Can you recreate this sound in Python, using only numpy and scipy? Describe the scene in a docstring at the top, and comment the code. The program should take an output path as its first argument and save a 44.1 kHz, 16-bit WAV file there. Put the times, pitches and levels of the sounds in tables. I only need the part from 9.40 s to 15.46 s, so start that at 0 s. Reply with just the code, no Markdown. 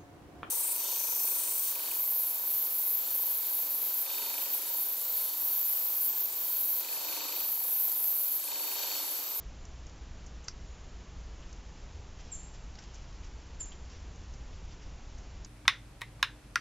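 """A woodpecker on a metal mesh feeder pecks at pellets and shuffles its grip in a quiet wood:
strikes ring damped modes and crumble noise, scrapes are runs of tiny slips, loose pellets clatter.
A small bird gives thin, falling chips, gliding tones that the tree trunks throw back.
Under it lie low rumble and hiss of shaped noise, and a low hum with a thin whine.
One band-limited microphone channel feeds both sides."""
import sys
import numpy as np
from scipy import signal
from scipy.fft import rfft, irfft
from scipy.io import wavfile

SR = 44100
rng = np.random.default_rng(int(sys.argv[2]) if len(sys.argv) > 2 else 0)


def wrap_up_sound(samples):
    """Save the sound to the file named by the first command line argument, as 16-bit audio."""
    columns = np.atleast_2d(samples).T
    # keep every value between -1 and 1, then stretch to whole-number steps
    tamed = np.clip(columns, -1, 1)
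    steps = np.round(tamed * 32767).astype(np.int16)
    wavfile.write(sys.argv[1], SR, steps)


N = 267290


def amp(db):
    """Decibels to gain."""
    return 10 ** (np.asarray(db) / 20)


def evened(x):
    """Scales to rms 1."""
    return x / np.sqrt(np.mean(x ** 2) + 1e-20)


def add(mix, start_s, sound):
    """Mixes a sound in at start_s, cut at the end of the mix."""
    part = mix[max(round(start_s * SR), 0):][:len(sound)]
    part += sound[:len(part)]


def coloured(x, points):
    """Filters x by a curve of (f/Hz, gain/dB) points over log frequency, then scales to rms 1."""
    hz, db = np.transpose(points)
    bins_hz = np.fft.rfftfreq(len(x), 1 / SR) + 1  # +1 avoids log(0)
    gain = amp(np.interp(np.log(bins_hz), np.log(hz), db))
    return evened(irfft(rfft(x) * gain, len(x)))


def drift(rate_hz):
    """Random motion of rms 1: straight lines between rate_hz random knots per second."""
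    t = np.arange(N) / SR
    knots = np.arange(0, t[-1] + 1, 1 / rate_hz)
    return evened(np.interp(t, knots, rng.standard_normal(len(knots))))


def scattered(start_s, end_s, per_s, level_db, spread_db=3):
    """Light contacts, one at random within each even slot: rows of (t/s, level/dB)."""
    slots = np.arange(start_s, end_s, 1 / per_s)
    late, size = rng.random((len(slots), 2)).T
    levels_db = level_db + spread_db * (2 * size - 1)
    return list(zip(slots + late / per_s, levels_db))


def pecks(crumble_s=0.00027):
    """Each strike crumbles a pellet and rings the damped mesh; the spot it lands on favours one pitch."""
    # bill strikes: t/s, ring level/dB, crunch level/dB, crunch t60/s, favoured f/Hz,
    # fall-off around it/(dB per octave)
    strikes = [(0.2526, -53, -45, 0.015, 6400, 24), (0.467, -50, -48, .026, 6640, 28),
               (.4965, -57, -53, .02, 5300, 13), (.8638, -57, -50.5, 0.05, 6600, 22),
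               (1.0415, -61, -56, 0.16, 7000, 21), (1.0783, -48, -49, .02, 6000, 20),
               (1.0829, -21.5, -44, 0.065, 5800, 1.5), (2.128, -56, -49, .03, 6500, 7),
               (2.163, -60, -55.5, .035, 7200, 25), (3.354, -55, -48.5, 0.03, 3800, 14),
               (3.3857, -55, -50.5, 0.048, 2900, 8), (3.3895, -49, -46, .03, 5000, 7),
               (3.438, -58, -51.5, .04, 4700, 9), (3.544, -54, -45, .02, 6400, 22),
               (3.550, -58, -52, 0.065, 6200, 19), (3.845, -62, -57, 0.07, 6200, 23),
               (4.4986, -61, -57, .04, 6500, 16), (4.759, -62, -58.5, 0.073, 6200, 25),
               (4.938, -60, -55, 0.06, 6000, 15), (5.699, -58, -57, .03, 5700, 24),
               (5.779, -60, -56.5, .085, 6500, 24), (6.0472, -33, -41, 0.025, 6500, 27)]
    # modes of the mesh tube full of pellets, the briefest only a sharp click at the onset:
    # f/Hz, relative level/dB, t60/s
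    mesh_modes = [(980, -18.5, 0.016), (1300, -11, 0.023), (1538, -11, 0.026), (1980, -13.5, 0.018),
                  (2760, -15, 0.014), (3140, -28, 0.026), (4180, -21.5, 0.014), (4460, -15, 0.035),
                  (4870, -1, 0.016), (5030, -7, 0.008), (5200, -20, 0.04), (5450, -10.5, 0.034),
                  (5780, -9, 0.022), (6045, -7.5, 0.03), (6150, 2.5, 0.0027), (6750, -15, 0.028),
                  (7230, -23, .03)]
    # colour of a pellet cracking under the bill: f/Hz, gain/dB
    crack_colour = [(300, -8.5), (1500, 1.5), (2700, -3.5), (3800, -5), (5300, 2), (6500, 2), (7700, -4)]
    # faint nibbling throughout
    ticks_per_s, tick_db, tick_t60_s, tick_hz, tick_focus_db_per_oct = 1.8, -65.5, .05, 6300, 27

    t = np.arange(SR // 8) / SR
    hz, db, t60_s = np.transpose(mesh_modes)
    signs = (-1) ** np.arange(len(hz))  # neighbouring modes swing in opposite directions
    decays = amp(-60 * t / t60_s[:, None])
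    modes = signs[:, None] * np.sin(2 * np.pi * hz[:, None] * t) * decays
    ticks = [(s, level_db, level_db, tick_t60_s, tick_hz, tick_focus_db_per_oct)
             for s, level_db in scattered(0, N / SR, ticks_per_s, tick_db)]
    bins_hz = np.fft.rfftfreq(len(t), 1 / SR) + 1
    out = np.zeros(N)
    for s, ring_db, crunch_db, crunch_t60_s, spot_hz, focus in strikes + ticks:
        gains = amp(db - focus * abs(np.log2(hz / spot_hz)))
        ring = gains @ modes / np.linalg.norm(gains)
        spot_gain = amp(-focus * abs(np.log2(bins_hz / spot_hz)))
        grit = irfft(rfft(rng.standard_normal(len(t))) * spot_gain, len(t))
        onset = -np.expm1(-t / crumble_s)
        crunch = coloured(grit, crack_colour) * amp(-60 * t / crunch_t60_s) * onset
        add(out, s, amp(ring_db) * ring + amp(crunch_db) * crunch)
    return out


def scrapes(slips_per_s=4000, grit_db=-4):
    """Claws and bill on metal: a run of tiny slips over grit noise that starts quickly and fades."""
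    # scrapes: t/s, length/s (peak at a third), level/dB
    slides = [(2.786, 0.035, -54), (2.814, 0.15, -61), (3.137, 0.031, -57.5), (3.418, 0.027, -56),
              (3.525, 0.15, -60.5), (3.829, 0.043, -57.5), (4.198, 0.023, -54.5), (4.323, 0.0157, -57),
              (4.495, 0.075, -58), (5.308, .04, -57.5), (5.411, 0.051, -60)]
    # colour of a scrape: f/Hz, gain/dB
    scrape_colour = [(400, -3.5), (1500, -5), (3100, -0.5), (4000, -5.5), (5500, 2), (7500, -9.5)]
    # faint rustles while the bird shifts its grip
    restless_from_s, restless_to_s = 1.95, 5.3
    rustles_per_s, rustle_db, rustle_s = 4, -64, .09

    contacts = scattered(restless_from_s, restless_to_s, rustles_per_s, rustle_db)
    rustles = [(s, rustle_s, db) for s, db in contacts]
    out = np.zeros(N)
    for s, length_s, level_db in slides + rustles:
        slips, grit = rng.standard_normal((2, SR // 4))
        slips = evened(slips * (rng.random(len(slips)) < slips_per_s / SR))
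        u = np.arange(len(slips)) / SR / (length_s / 3)
        envelope = u * np.exp(1 - u)
        rasp = coloured(slips + amp(grit_db) * grit, scrape_colour)
        add(out, s, amp(level_db) * envelope * rasp)
    return out


def knocks(t60_s=0.08, width_hz=420):
    """Loosened pellets jostle in the tube: a brief clatter in one broad resonance."""
    # pellet shifts: t/s, starting level/dB, resonance f/Hz
    shifts = [(2.025, -56, 2950), (3.387, -55, 1800), (4.3195, -53, 3200)]
    t = np.arange(SR // 8) / SR
    out = np.zeros(N)
    for s, level_db, hz in shifts:
        b, a = signal.iirpeak(hz, hz / width_hz, fs=SR)
        clatter = signal.lfilter(b, a, rng.standard_normal(len(t)))
        add(out, s, evened(clatter) * amp(level_db - 60 * t / t60_s))
    return out


def chips():
    """A thin, quivering tone holds high, then drops ever faster; returns direct sound and feed to the trees."""
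    # chips: t/s, length/s, top f/Hz, fall/Hz, power of the fall's bend, peak level/dB,
    # direct gain (0-1), tail from the trees/dB
    calls = [(0.169, .06, 7260, 1100, 2.3, -60, 0.26, -4), (1.257, 0.061, 7200, 1020, 1.6, -54, 0.24, -7),
             (2.9135, 0.038, 7586, 1600, 2.1, -37, 0.87, -5.5),
             (4.1965, 0.040, 7360, 1105, 2.2, -35.5, 0.99, -12)]
    # swell to a peak, then fade
    peak_share, rise_db, fade_db, rounding = .34, 20, 17.5, 1.1
    # pitch and level quiver more as the note falls
    quiver_per_s, quiver_hz, quiver_db = 270, 100, 2

    direct, to_trees = np.zeros((2, N))
    for s, length_s, top_hz, fall_hz, bend, peak_db, share, trees_db in calls:
        u = np.arange(0, length_s, 1 / SR) / length_s
        quiver = u * drift(quiver_per_s)[:len(u)]
        hz = top_hz - fall_hz * u ** bend + quiver_hz * quiver
        rising = np.interp(u, [0, peak_share], [1, 0])
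        fading = np.interp(u, [peak_share, 1], [0, 1])
        db = peak_db - rise_db * rising ** rounding - fade_db * fading ** rounding
        db = db + quiver_db * quiver
        tone = np.sqrt(2) * np.sin(2 * np.pi * np.cumsum(hz) / SR)
        note = tone * amp(db) * signal.windows.tukey(len(u), .1)
        add(direct, s, share * note)
        add(to_trees, s, amp(trees_db) * note)
    return direct, to_trees


def trunk_echoes(x):
    """Each nearby trunk returns one distinct, slightly late copy."""
    # single trunks: least delay/s, gain/dB
    trunks = [(.0105, -15), (.0185, -10), (.0245, -7), (.038, -17), (.051, -17), (.0775, -16.5)]
    out = np.zeros(N)
    for (delay_s, db), stray in zip(trunks, rng.random(len(trunks))):
        add(out, delay_s + stray * 0.0003, amp(db) * x)
    return out


def forest(x, t60_s, build_s):
    """Branches and farther trunks scatter a thin tail: sparse random taps of unit total energy."""
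    t = np.arange(SR) / SR
    taps = rng.choice([-1., 1.], SR) * (rng.random(SR) < 2000 / SR)
    tail = taps * amp(-60 * t / t60_s) * -np.expm1(-t / build_s)
    return signal.fftconvolve(x, tail / np.linalg.norm(tail))[:N]


def background(waver_db=0.5, sway_rad=.45, rumble_hz=110):
    """Shaped noise split into swelling rumble and steady hiss, plus tones wavering in phase and level."""
    # colour of rumble and hiss: f/Hz, relative density/dB
    air_colour = [(4, -77), (22, -63.5), (55, -63.5), (70, -72), (83, -64), (94, -76.5), (125, -75.5),
                  (150, -79), (172, -77.5), (190, -82), (600, -89.5), (880, -90.5), (1300, -94),
                  (2100, -96.5), (2950, -97), (3800, -99.7), (4900, -99.7), (5800, -98.5), (7000, -99),
                  (7400, -102), (7700, -110)]
    # low hum and thin whine: f/Hz, rms level before waver/dB
    hum_tones = [(59.4, -52), (119, -76.5), (177, -72), (2913, -86)]
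    # swell of the rumble: t/s, gain/dB
    rumble_swell = [(0, -0.5), (2, 0), (3, 1), (4.2, -1), (5.1, 1.5), (6, 0)]
    air_db = -46  # rms before the swell

    t = np.arange(N) / SR
    sway = sway_rad * drift(3.5)
    hum = np.zeros(N)
    for hz, db in hum_tones:
        phase = 2 * np.pi * (hz * t + rng.random()) + sway
        hum += np.sqrt(2) * amp(db) * np.sin(phase)
    air = amp(air_db) * coloured(rng.standard_normal(N), air_colour)
    low_pass = signal.butter(2, rumble_hz, fs=SR, output="sos")
    rumble = signal.sosfiltfilt(low_pass, air)
    hiss = air - rumble
    swell = amp(np.interp(t, *np.transpose(rumble_swell)))
    return hiss + rumble * swell + hum * amp(waver_db * drift(6.8))


def scene():
    """Fairly dry feeder, chips with trunk echoes and a longer forest tail, and background."""
    feeder = pecks() + scrapes() + knocks()
    feeder = feeder + amp(-13.5) * forest(feeder, t60_s=0.11, build_s=0.0055)
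    direct, to_trees = chips()
    bird = direct + trunk_echoes(direct) + forest(to_trees, t60_s=0.65, build_s=0.014)
    mono = feeder + bird + background()
    return np.array([mono, mono])


def record(dry):
    """Band-limited microphone channel: a steep linear-phase low-pass."""
    edge_hz = 7650
    low_pass = signal.firwin(701, edge_hz, window=("kaiser", 8), fs=SR)
    return signal.oaconvolve(dry, low_pass[None], "same")


dry = scene()
out = record(dry)
wrap_up_sound(out)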